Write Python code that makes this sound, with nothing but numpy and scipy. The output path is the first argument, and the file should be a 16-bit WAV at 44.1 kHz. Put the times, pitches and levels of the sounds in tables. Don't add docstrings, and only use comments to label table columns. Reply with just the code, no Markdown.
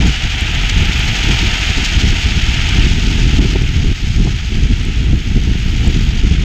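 import sys
import numpy as np
from scipy import signal
from scipy.fft import rfft, irfft
from scipy.io import wavfile
from scipy.ndimage import uniform_filter1d, minimum_filter1d

SR = 44100
rng = np.random.default_rng(int(sys.argv[2]) if len(sys.argv) > 2 else 0)


def int16_out(signal):
    q = np.round(np.clip(np.atleast_2d(signal).T, -1, 1) * 32767)
    wavfile.write(sys.argv[1], SR, q.astype(np.int16))


N = 284004

# (time [s], relative flutter level [dB])
HEAD_WIND = [(0, -26), (0.6, -28), (2.7, -26), (2.92, -19), (3.5, -21.5), (4.1, -26.5), (4.6, -24),
             (5.1, -23), (6.44, -23.5)]
# (centre time [s], duration [s], flutter rise [dB])
GUSTS = [(0.035, 0.14, 11), (0.417, 0.048, 0), (0.79, 0.12, 5.5), (1.301, 0.061, 10.5), (1.461, 0.082, 8.5),
         (2.04, .225, 6.5), (2.851, 0.045, 5.5), (3.274, .042, 2.5), (3.41, 0.12, 5), (3.862, 0.16, 5),
         (4.231, 0.19, 6.5), (5.112, 0.073, 8), (5.369, 0.059, 4.5), (5.838, 0.11, 4), (6.296, 0.1, 6)]
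# (centre time [s], duration [s], flutter drop [dB])
LULLS = [(0.175, 0.14, 7.5), (0.308, .08, 7.5), (1.61, 0.066, 5.5), (1.74, 0.046, 11), (3.967, 0.096, 8.5),
         (4.078, 0.043, 4), (4.445, .13, 7), (5.223, 0.07, 6)]
# (onset time [s], peak level [dB])
AIR_SLAPS = [(1.287, -14), (1.427, -15.5), (3.444, -7), (3.551, -7), (3.838, -12.5), (4.266, -9.5),
             (5.391, -27), (5.867, -15)]
# (frequency [Hz], relative spectral level [dB])
BUFFET_SPECTRUM = [(10, -32), (18, -7), (28, 1.5), (48, 1), (75, -3.5), (120, -8.5), (180, -20), (300, -36)]
FLUTTER_SPECTRUM = [(70, -31), (130, 3.5), (200, 1.5), (290, -5.5), (390, -13.5), (500, -24), (700, -28.5),
                    (1500, -45)]
SLAP_SPECTRUM = [(100, -3), (220, 0), (400, -8), (600, -24), (900, -29), (1600, -42)]
# (time [s], click rate [1/s])
CLICK_RATE = [(0, 156), (1.1, 162), (3.3, 165), (4.2, 153), (6.44, 151)]
# (time [s], level [dB])
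HUB_LEVEL = [(0, -65), (.6, -59), (1.1, -54), (2.1, -60.5), (3.3, -61.5), (4.7, -67), (5.2, -64),
             (6.05, -60), (6.44, -80)]
# (frequency [Hz], bandwidth per filter stage [Hz], relative level [dB])
PAWL_MODES = [(12480, 700, 0), (13150, 500, -10)]
# (time [s], relative peak level [dB], centre frequency [Hz])
GRIT_CRACKS = [(0.0714, -22, 6740), (0.4085, -25.5, 7560), (0.993, -31, 7800), (2.691, -26, 7600),
               (3.6216, -27, 5900), (3.8777, -37, 7580), (4.8294, -41, 7960), (4.851, -32.5, 7760),
               (5.5907, -38, 7600), (5.876, -26, 7450)]
# (time [s], relative scrub level [dB], relative side-slip level [dB])
SLIDE_LEVELS = [(0, -21.5, -29), (0.3, -22.5, -31.5), (0.45, -21.5, -31.5), (1.35, -19, -27),
                (1.9, -20, -27.5), (2.35, -22.5, -29.5), (2.65, -20.3, -28.5), (2.86, -21, -29),
                (2.89, -25, -29.5), (3.33, -23, -30.5), (3.52, -26, -31.5), (3.58, -26.5, -35),
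                (4.05, -30, -34.5), (4.9, -29.5, -37), (5.2, -31, -38.5), (5.9, -28, -34.5),
                (6.44, -29, -36.5)]
# (centre time [s], duration [s], side-slip rise [dB])
SKIDS = [(0.125, 0.0066, 5), (0.699, 0.011, 8), (1.538, .008, 3), (1.853, 0.027, 5.5), (2.104, .01, 5),
         (2.852, .03, 3)]
# (centre time [s], drumming rise [dB])
BUMPS = [(0.04, 8), (3.56, 4), (4.27, 9), (5.86, 8)]
# (frequency [Hz], relative spectral level [dB])
DRUM_SPECTRUM = [(300, -0.5), (480, -5), (700, -2), (900, -1), (1200, -17), (1600, -17), (2400, -31)]
SCRUB_SPECTRUM = [(900, -21.5), (1300, -7), (1800, -4), (2300, 0), (3000, 0.5), (3300, -0.5), (3800, -9),
                  (4800, -33.5)]
SLIP_SPECTRUM = [(2800, -2.5), (3900, 2), (4600, 2), (5200, 0.5), (5900, -2), (6700, -0.5), (7300, -9.5),
                 (8100, -13.5), (8900, -22), (10000, -33), (11200, -36.5), (13000, -26), (15200, -37.5)]
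# (frequency [Hz], half-width [Hz], gain [dB])
HOUSING_DIPS = [(564, 40.6, -15.5), (1022, 19, -8.5), (1111, 33.6, -15.5)]


def from_db(db):
    return 10 ** (np.asarray(db) / 20)


def unit_rms(x):
    return x / np.sqrt(np.mean(x ** 2) + 1e-20)


def in_time(rows):
    times, *columns = np.transpose(rows)
    return [np.interp(np.arange(N) / SR, times, column) for column in columns]


def swells(rows, order):
    t = np.arange(N) / SR
    return sum(db * np.exp(-np.minimum(np.abs(2 * (t - centre) / length), 10) ** order)
               for centre, length, db in rows)


def drift(rate_hz):
    step, settle = 40, 2000
    pole = np.exp(-2 * np.pi * rate_hz * step / SR)
    noise = rng.standard_normal(N // step + settle + 2)
    slow = signal.lfilter([1], [1, -2 * pole, pole * pole], noise)[settle:]
    return np.interp(np.arange(N) / step, np.arange(len(slow)), unit_rms(slow))


def coloured(x, spectrum):
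    hz, db = np.transpose(spectrum)
    octave, points = np.log2(np.maximum(np.arange(N // 2 + 1) * SR / N, 1)), np.log2(hz)
    outside = np.abs(octave - np.clip(octave, points[0], points[-1]))
    gain = from_db(np.interp(octave, points, db) - 20 * outside)
    return unit_rms(irfft(rfft(x) * gain, N))


def resonance(x, hz, width_hz):
    r = np.exp(-np.pi * width_hz / SR)
    feedback = [1, -2 * r * np.cos(2 * np.pi * hz / SR), r * r]
    return signal.lfilter(np.array([1, 0, -1]) * (1 - r * r) / 2, feedback, x + 1e-18)


def steady_noise(spectrum, window_s):
    noise = coloured(rng.standard_normal(N), spectrum)
    return noise / np.sqrt(uniform_filter1d(noise ** 2, int(window_s * SR)) + 1e-6)


def wind(buffet_db=-13.5, flutter_db=-24.5):
    airflow_db, = in_time(HEAD_WIND)
    airflow_db -= airflow_db.mean()
    gust_db, lull_db = swells(GUSTS, order=4), swells(LULLS, order=4)
    buffet_gain = from_db(buffet_db + 0.49 * airflow_db + 0.61 * gust_db - 0.68 * lull_db)
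    flutter_gain = from_db(flutter_db + airflow_db + gust_db - lull_db)
    buffet = steady_noise(BUFFET_SPECTRUM, window_s=0.11)
    flutter = steady_noise(FLUTTER_SPECTRUM, window_s=0.089)
    bursts = unit_rms(from_db(1.8 * drift(rate_hz=30)) * (0.8 + np.abs(buffet)))
    eddies = from_db(2.16 * drift(rate_hz=14.7))
    return eddies * (buffet_gain * buffet + flutter_gain * bursts * flutter)


def air_slaps(decay_s):
    out, age = np.zeros(N), np.arange(SR // 10) / SR
    air = steady_noise(SLAP_SPECTRUM, window_s=0.029)
    for onset, db in AIR_SLAPS:
        span = slice(int(onset * SR), int(onset * SR) + len(age))
        slap = air[span] * age ** 2 * np.exp(-age / decay_s)
        out[span] += from_db(db) * slap / np.abs(slap).max()
    return out


def freewheel(teeth_passed, flam_s=0.00096):
    hub_db, = in_time(HUB_LEVEL)
    drops = np.diff(np.floor(teeth_passed), prepend=0)
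    envelope = signal.lfilter([1], [1, -np.exp(-1 / (flam_s * SR))], drops + 1e-18)
    flams = envelope * rng.standard_normal(N)
    ping = sum(from_db(db) * resonance(resonance(flams, hz, width), hz, width)
               for hz, width, db in PAWL_MODES)
    return from_db(hub_db) * unit_rms(ping)


def grit(decay_s, width_hz, gain_db):
    out, age = np.zeros(N), np.arange(SR // 40) / SR
    for onset, db, hz in GRIT_CRACKS:
        burst = rng.standard_normal(len(age)) * np.exp(-age / decay_s)
        crack = resonance(burst, hz, width_hz)
        start = int(onset * SR)
        out[start:start + len(age)] += from_db(db + gain_db) * crack / np.abs(crack).max()
    return out


def worn_tread(turns, wobble_db, scuff_db):
    scuffs = sum(drift(rate_hz=0.38) * np.cos(2 * np.pi * (harmonic * turns + rng.random()))
                 for harmonic in range(2, 8))
    wobble = (1 + 0.3 * drift(rate_hz=0.7)) * np.cos(2 * np.pi * turns)
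    return from_db(wobble_db * wobble + scuff_db * scuffs)


def asphalt(hits_per_s, spread_db, friction):
    sizes = from_db(spread_db * np.minimum(rng.exponential(1, N), 4)) * rng.choice([-1, 1], N)
    hits = rng.random(N) < hits_per_s / SR
    return unit_rms(sizes * hits) + friction * rng.standard_normal(N)


def wheels(turns, mean_drum_db=-38.5, scrub_gain_db=-0.02, slip_gain_db=1.45, bump_s=0.055):
    scrub_db, slip_db = in_time(SLIDE_LEVELS)
    bump_db = swells([(centre, bump_s, db) for centre, db in BUMPS], order=2)
    drum_db = mean_drum_db + 1.15 * (scrub_db - scrub_db.mean()) + bump_db
    skid_db = swells(SKIDS, order=2)
    contact = worn_tread(turns, wobble_db=0.6, scuff_db=0.35) * from_db(0.45 * drift(rate_hz=40))
    chatter = worn_tread(turns, wobble_db=0.23, scuff_db=0.58) * from_db(0.5 * drift(rate_hz=21))
    drum_force = contact * asphalt(hits_per_s=1500, spread_db=2, friction=0.39)
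    scrub_force = contact * asphalt(hits_per_s=6000, spread_db=3, friction=0.86)
    slip_force = contact * chatter * asphalt(hits_per_s=7000, spread_db=4.5, friction=0.74)
    drum = from_db(drum_db) * coloured(drum_force, DRUM_SPECTRUM)
    scrub = from_db(scrub_gain_db + scrub_db + 0.15 * skid_db) * coloured(scrub_force, SCRUB_SPECTRUM)
    slip = from_db(slip_gain_db + slip_db + skid_db) * coloured(slip_force, SLIP_SPECTRUM)
    return drum + scrub + slip


def scene():
    clicks_per_s, = in_time(CLICK_RATE)
    teeth_passed = np.cumsum(clicks_per_s) / SR
    turns = teeth_passed / 12.4
    trike = wheels(turns) + freewheel(teeth_passed) + grit(decay_s=0.0019, width_hz=490, gain_db=5.0)
    return (trike + wind() + air_slaps(decay_s=0.003))[None]


def limiter(x, ceiling_db, release_db_per_s):
    excess_db = np.maximum(20 * np.log10(np.abs(x[0]) + 1e-9) - ceiling_db, 0)
    release_db = release_db_per_s * np.arange(N) / SR
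    held_db = np.maximum.accumulate(excess_db + release_db) - release_db
    return x * from_db(uniform_filter1d(minimum_filter1d(-held_db, size=129), size=129))


def record(dry, cutoff_hz=15250):
    hz = np.arange(N // 2 + 1) * SR / N
    dips_db = sum(db * np.exp(-((hz - centre) / width) ** 2) for centre, width, db in HOUSING_DIPS)
    edge_fades = signal.windows.tukey(N, 300 / N)
    housed = irfft(rfft(dry) * from_db(dips_db), N) * edge_fades
    limited = limiter(housed, ceiling_db=-0.6, release_db_per_s=700)
    return signal.sosfilt(signal.ellip(10, 0.1, 90, cutoff_hz, fs=SR, output="sos"), limited)


dry = scene()
out = record(dry)
int16_out(out)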